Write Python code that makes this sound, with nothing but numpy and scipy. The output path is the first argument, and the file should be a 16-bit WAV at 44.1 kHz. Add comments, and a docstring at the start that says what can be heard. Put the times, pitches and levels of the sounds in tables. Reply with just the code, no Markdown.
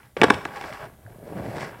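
"""A park, close to the pavement: a skateboard lands in a clatter of wheel and deck blows, rolls a short way,
goes quiet, then rumbles up close to a phone on the ground and eases off.
Blows and rolling grit ring the same wooden deck and trucks: decaying sines for the blows, noisy grain clicks
through three filters for the rolling. Knocks and thumps are single notes, the wheels sing a rough sliding tone,
and shaped noise makes the top hiss and the park air. The blows alone have an echo."""
import sys
import numpy as np
from scipy import signal
from scipy.fft import rfft, irfft
from scipy.io import wavfile
from scipy.ndimage import uniform_filter1d

SR = 44100
rng = np.random.default_rng(int(sys.argv[2]) if len(sys.argv) > 2 else 0)


def unload_audio(sound):
    """Save the sound as a 16-bit wav file, at the path given as the first command line argument."""
    columns = np.transpose(np.atleast_2d(sound))
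    # keep every value between -1 and 1, then stretch to whole-number steps
    steps = np.round(np.clip(columns, -1, 1) * 32767)
    wavfile.write(sys.argv[1], SR, steps.astype(np.int16))


N = 79380  # 1.8 s


def undb(db):
    """Gain of a level in dB."""
    return 10 ** (np.asarray(db) / 20)


def unit(x):
    """Scale to an RMS of 1."""
    return x / np.sqrt(np.mean(x ** 2))


def fade(t, t60):
    """Exponential decay that falls 60 dB in t60 seconds."""
    return np.exp(-np.log(1000) * t / t60)


def colour(x, shape):
    """Minimum-phase filter with the given (pitch_hz, level_db) spectrum."""
    f, db = np.array(shape, float).T
    hz = np.maximum(np.arange(1025) * SR / 2048, 10)
    level_db = np.interp(np.log(hz), np.log(f), db, left=db[0] - 20, right=db[-1] - 20)
    cepstrum = irfft(level_db * np.log(10) / 20)
    # folding the cepstrum onto positive times makes the filter causal
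    folded = np.r_[cepstrum[:1], 2 * cepstrum[1:1024], np.zeros(1024)]
    response = irfft(np.exp(rfft(folded)))
    return signal.fftconvolve(x, response)[:len(x)]


def walk(rate):
    """Random levels joined by straight ramps, `rate` of them a second; spread near 1."""
    k = int(SR / rate)
    held = np.repeat(rng.standard_normal(N // 100), k)[:N]
    return 1.2 * uniform_filter1d(held, k)


def add(out, s, x):
    """Mix x in from time s."""
    i = int(s * SR)
    out[i:i + len(x)] += x[:N - i]


def stones(rate, scatter_db):
    """Clicks of wheels over grains of pavement, at random times and uneven strengths."""
    chance, extra, strength = rng.random(N), rng.exponential(size=N), rng.standard_normal(N)
    return (chance < rate / SR) * undb(scatter_db * extra) * strength


# ringing modes of the deck and trucks, for rolling and blows: pitch_hz, level_db, t60_s
DECK_MODES = [(214.3, -5, 0.048), (280.5, -2.5, 0.045), (372.4, -1, 0.057), (425, -3, 0.033),
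              (459, -10, 0.05), (520, -10, 0.05), (660, -11, 0.034), (719, -1.5, 0.022),
              (820.5, -1.5, 0.033), (947, -3, 0.035), (1116, -1, 0.028), (1381, 5, 0.0091),
              (1659, 3.5, 0.016), (1956, -3.5, 0.012), (2271, -5, 0.017), (2670, -5.5, 0.011),
              (2955, -9, 0.014), (3380, -10.5, 0.011)]
# how the rolling swells and fades: start_s, rumble_db, deck_ring_db, grit_db
ROLL_LEVELS = [(0, -77, -53.5, -64), (0.08, -67, -63, -68), (0.158, -86, -84, -77),
               (0.172, -39, -38.5, -52), (0.275, -30.5, -34.5, -46), (0.332, -31, -37.5, -51),
               (0.409, -43, -43.5, -54), (0.496, -42, -44, -56), (0.56, -49, -37.5, -46),
               (0.599, -44.5, -41.5, -48), (0.625, -51, -38.5, -50), (0.67, -48, -41, -46),
               (0.74, -43.5, -40, -49.5), (0.785, -68, -45.5, -52.5), (0.831, -43.5, -37.5, -56),
               (0.858, -46, -41.5, -51.5), (0.887, -50.5, -56, -66.5), (0.97, -61, -66, -75),
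               (1.038, -54.5, -61, -71.5), (1.099, -49, -58.5, -67), (1.19, -45, -60, -71),
               (1.27, -41.5, -55.5, -63), (1.35, -35, -46.5, -59), (1.45, -34, -46.5, -53),
               (1.549, -32, -43, -49.5), (1.622, -36.5, -37, -42.5), (1.7, -39.5, -42.5, -51.5),
               (1.761, -51.5, -49.5, -67), (1.8, -46.5, -54.5, -59)]
# tone of the low rumble: pitch_hz, level_db (per Hz)
RUMBLE_TONE = [(15, -76.5), (25, -31), (118, 6.5), (258, -1.5), (440, -0.5), (525, -2), (588, 1.5),
               (750, -6), (1200, -21.5), (1560, -54), (2640, -120)]
# tone of the bright grit: pitch_hz, level_db (per Hz)
GRIT_TONE = [(1180, -17.5), (2000, 9), (3000, -12.5), (4200, -5), (5540, -6), (6470, -14.5), (7980, -11),
             (12000, -28.5), (16000, -80)]
# each triple: rumble, deck ring, grit
STONES_PER_S, STONE_SCATTER_DB = (1500, 2800, 5000), (1.2, 1.7, 1.8)
BUMPS_PER_S, BUMP_DB = 45, (.7, 1.6, 1.3)


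def rolling():
    """Sparse clicks rumble, denser ones ring the deck, the densest hiss; all swell together over bumps."""
    t = np.arange(N) / SR
    start_s, *levels_db = np.array(ROLL_LEVELS).T
    bumps = walk(BUMPS_PER_S)
    ring_t = t[:SR // 5]
    deck = np.zeros(len(ring_t))
    for k, (hz, db, t60) in enumerate(DECK_MODES):
        if hz > 400:  # the deck ring leaves out the deepest modes
            # neighbouring modes start in opposite directions
            deck += (-1) ** k * undb(db) * np.sin(2 * np.pi * hz * ring_t) * fade(ring_t, t60)
    click = (ring_t == 0) * 1.
    bodies = colour(click, RUMBLE_TONE), deck, colour(click, GRIT_TONE)
    out = np.zeros(N)
    layers = zip(STONES_PER_S, STONE_SCATTER_DB, levels_db, BUMP_DB, bodies)
    for rate, scatter, level_db, bump_db, body in layers:
        swell = undb(np.interp(t, start_s, level_db) + bump_db * bumps)
        drive = unit(stones(rate, scatter)) * swell
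        out += signal.fftconvolve(drive, body / np.linalg.norm(body))[:N]
    return out


# tone of the thin hiss: pitch_hz, level_db (per Hz)
TOP_HISS_TONE = [(6500, -19), (8000, -11), (11000, -6.5), (16000, -12.5)]
TOP_HISS_DB = -63.5  # where the louder of rumble and deck ring is at -40 dB
TOP_HISS_FOLLOW = 0.35  # dB per dB of rolling


def top_hiss():
    """Thin noise at the top of the spectrum that rises with the level of the rolling."""
    start_s, rumble_db, deck_db, _ = np.array(ROLL_LEVELS).T
    loud_db = np.interp(np.arange(N) / SR, start_s, np.maximum(rumble_db, deck_db)) + 40
    hiss = unit(colour(rng.standard_normal(N), TOP_HISS_TONE))
    return hiss * undb(TOP_HISS_DB + TOP_HISS_FOLLOW * loud_db)


# tone of the park air: pitch_hz, level_db (per Hz)
PARK_TONE = [(15, -35), (25, 20), (212, -4.5), (344, -13), (1440, -23), (2350, -35.5), (3080, -22),
             (4740, -29.5), (13600, -22.5), (16000, -29)]
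PARK_DB = -52


def park_air():
    """Steady background noise, heaviest in the bass, drifting by about 1 dB."""
    return unit(colour(rng.standard_normal(N), PARK_TONE)) * undb(PARK_DB + walk(3.3))


# blows on the board: start_s, low_modes_db, middle_modes_db, high_modes_db, crack_db, contact_s
BLOWS = [(0.031, -64, -50.5, -36.5, -68, 0.0015), (0.1664, -26.5, -26, -18, -31.5, 0.0021),
         (0.171, -37, -37, -21, -35, 0.00093), (0.2157, -6, -18, -2, -22, 0.0002),
         (0.219, -12.5, -9, -5.5, -24, 0.0022), (0.233, -7.5, -7.5, -7.5, -20.5, 0.00037),
         (0.236, -6, -27.5, -10, -9, 0.0016), (0.2401, -8.5, -11.5, -5, -14, 0.001),
         (0.244, -14, -12, -36.5, -26.5, 0.00085), (0.283, -24.5, -21, -38, -41, 0.0004),
         (0.301, -28, -17, -6, -14, 0.00067), (0.3043, -14.5, -5.5, -7.5, -16, 0.00033),
         (0.307, -12, -15, -16.5, -46.5, 0.0022), (0.337, -25, -27.5, -43, -29, 0.00071),
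         (0.342, -59, -36, -18.5, -26, 0.00098), (0.452, -79, -52, -19.5, -26, 0.00021),
         (0.455, -29.5, -23.5, -45, -57, 0.00015), (0.489, -40, -61, -37, -55, 0.00024),
         (0.611, -37, -28, -27, -28, 0.0016), (0.64, -32.5, -34.5, -28, -37, 0.0014),
         (0.726, -58, -33, -26.5, -41, 0.00092), (1.582, -36, -29, -46, -34.5, 0.00091),
         (1.608, -37, -40, -27, -32, 0.0013)]
# tone of the noisy crack: pitch_hz, level_db (per Hz)
CRACK_TONE = [(1760, -31), (3000, -8.5), (3620, -8.5), (4570, -18), (5400, -11), (6530, -25.5),
              (8280, -19.5), (16000, -54)]
LOW_TOP_HZ, MID_TOP_HZ = 700, 1800  # where low modes end, where middle modes end
MODE_SCATTER_DB, DETUNE = 1.2, .01  # random spread of each mode; detune is a share of its pitch
CRACK_T60_S, BLOW_BOTTOM_HZ = 0.015, 170


def blows():
    """A blow swells in over its contact time, rings the modes and cracks; ring and crack come out apart."""
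    out, t = np.zeros((2, N)), np.arange(SR // 5) / SR
    hz, db, t60 = np.array(DECK_MODES).T[:, :, None]
    group = (hz > LOW_TOP_HZ).astype(int) + (hz > MID_TOP_HZ)
    for s, low_db, mid_db, high_db, crack_db, contact in BLOWS:
        loudness, detune, side = rng.standard_normal((3, len(DECK_MODES), 1))
        mode_db = db + np.array([low_db, mid_db, high_db])[group] + MODE_SCATTER_DB * loudness
        # where a blow lands decides which way it pushes each mode: drawn at random
        gain = undb(mode_db) * np.sign(side)
        tones = np.sin(2 * np.pi * hz * (1 + DETUNE * detune) * t)
        ring = (gain * tones * fade(t, t60)).sum(axis=0)
        noise = unit(colour(rng.standard_normal(len(t)), CRACK_TONE))
        crack = undb(crack_db) * noise * fade(t, CRACK_T60_S)
        onset = 1 - np.exp(-t / contact)
        add(out[0], s, ring * onset)
        add(out[1], s, crack * onset)
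    return signal.sosfilt(signal.butter(2, BLOW_BOTTOM_HZ, "high", fs=SR, output="sos"), out)


RING_ECHO_DB, CRACK_ECHO_DB, ECHO_T60_S = -16.5, -13.5, 0.46


def blows_with_echo():
    """The blows plus a diffuse echo: decaying noise that starts 6 ms after each one."""
    ring, crack = blows()
    t = np.arange(SR // 2) / SR
    echo = rng.standard_normal(len(t)) * fade(t, ECHO_T60_S) * (t > .006)
    scattered = undb(RING_ECHO_DB) * ring + undb(CRACK_ECHO_DB) * crack
    return ring + crack + signal.fftconvolve(scattered, echo / np.linalg.norm(echo))[:N]


# rounded knocks and thumps: start_s, level_db, pitch_hz, length_s
THUMPS = [(0.167, -23, 502, 0.005), (0.233, -35.5, 101, 0.026), (0.3, -15.5, 218, 0.008),
          (0.334, -33.5, 95, 0.027), (1.046, -39.5, 109, 0.04), (1.064, -38, 1620, 0.0016),
          (1.078, -40.5, 664, 0.0036), (1.35, -28, 194, 0.015), (1.409, -34.5, 75, 0.021)]


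def thumps():
    """Single-note knocks and thumps, each with a rounded envelope that peaks at half its length."""
    out = np.zeros(N)
    for s, db, hz, length in THUMPS:
        t = np.arange(int(3 * length * SR)) / SR
        envelope = np.e * (2 * t / length) * np.exp(-2 * t / length)  # peaks at 1
        add(out, s, undb(db) * envelope * np.sin(2 * np.pi * hz * t))
    return out


# glide of the wheels' ringing, sagging and then climbing partway back: start_s, pitch_hz, level_db
WHEEL_RING = [(0.51, 840, -53), (0.55, 813.5, -41.5), (0.62, 792, -47.5), (.655, 660, -40), (.73, 587, -42),
              (.775, 587.6, -66), (0.8, 608.7, -41.5), (.845, 646.7, -42), (0.875, 670, -55),
              (.94, 651, -60.5)]
WHEEL_RING_WIDTH_HZ, WHEEL_RING_STEADY = 65, 0.95  # noise bandwidth; steady tone against the noise


def wheel_ring():
    """A ringing of the wheels: a tone on a sliding pitch, roughened by narrow noise around it."""
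    t, (start_s, hz, db) = np.arange(N) / SR, np.array(WHEEL_RING).T
    a = np.exp(-np.pi * WHEEL_RING_WIDTH_HZ / SR)
    slow = signal.lfilter([1], [1, -a], rng.standard_normal((2, N)))
    phase = 2 * np.pi * np.cumsum(np.interp(t, start_s, hz)) / SR
    in_phase = (unit(slow[0]) + WHEEL_RING_STEADY) * np.cos(phase)
    quadrature = unit(slow[1]) * np.sin(phase)
    level_db = np.interp(t, start_s, db, left=-99, right=-99)
    return unit(in_phase + quadrature) * undb(level_db)


def scene():
    """Mix all the layers into one channel."""
    board = blows_with_echo() + thumps()
    air = park_air()
    return (board + air + rolling() + wheel_ring() + top_hiss())[None]


CLIP = 1.0  # full-scale ceiling of the peaks
BOTTOM_HZ, TOP_HZ = 55, 16300


def record(dry):
    """The phone drops the deepest bass, flattens the loudest peaks and cuts the top."""
    trimmed = signal.sosfilt(signal.butter(2, BOTTOM_HZ, "high", fs=SR, output="sos"), dry)
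    flattened = trimmed / (1 + (trimmed / CLIP) ** 6) ** (1 / 6)
    return signal.sosfilt(signal.ellip(10, .2, 70, TOP_HZ, fs=SR, output="sos"), flattened)


dry = scene()
out = record(dry)
unload_audio(out)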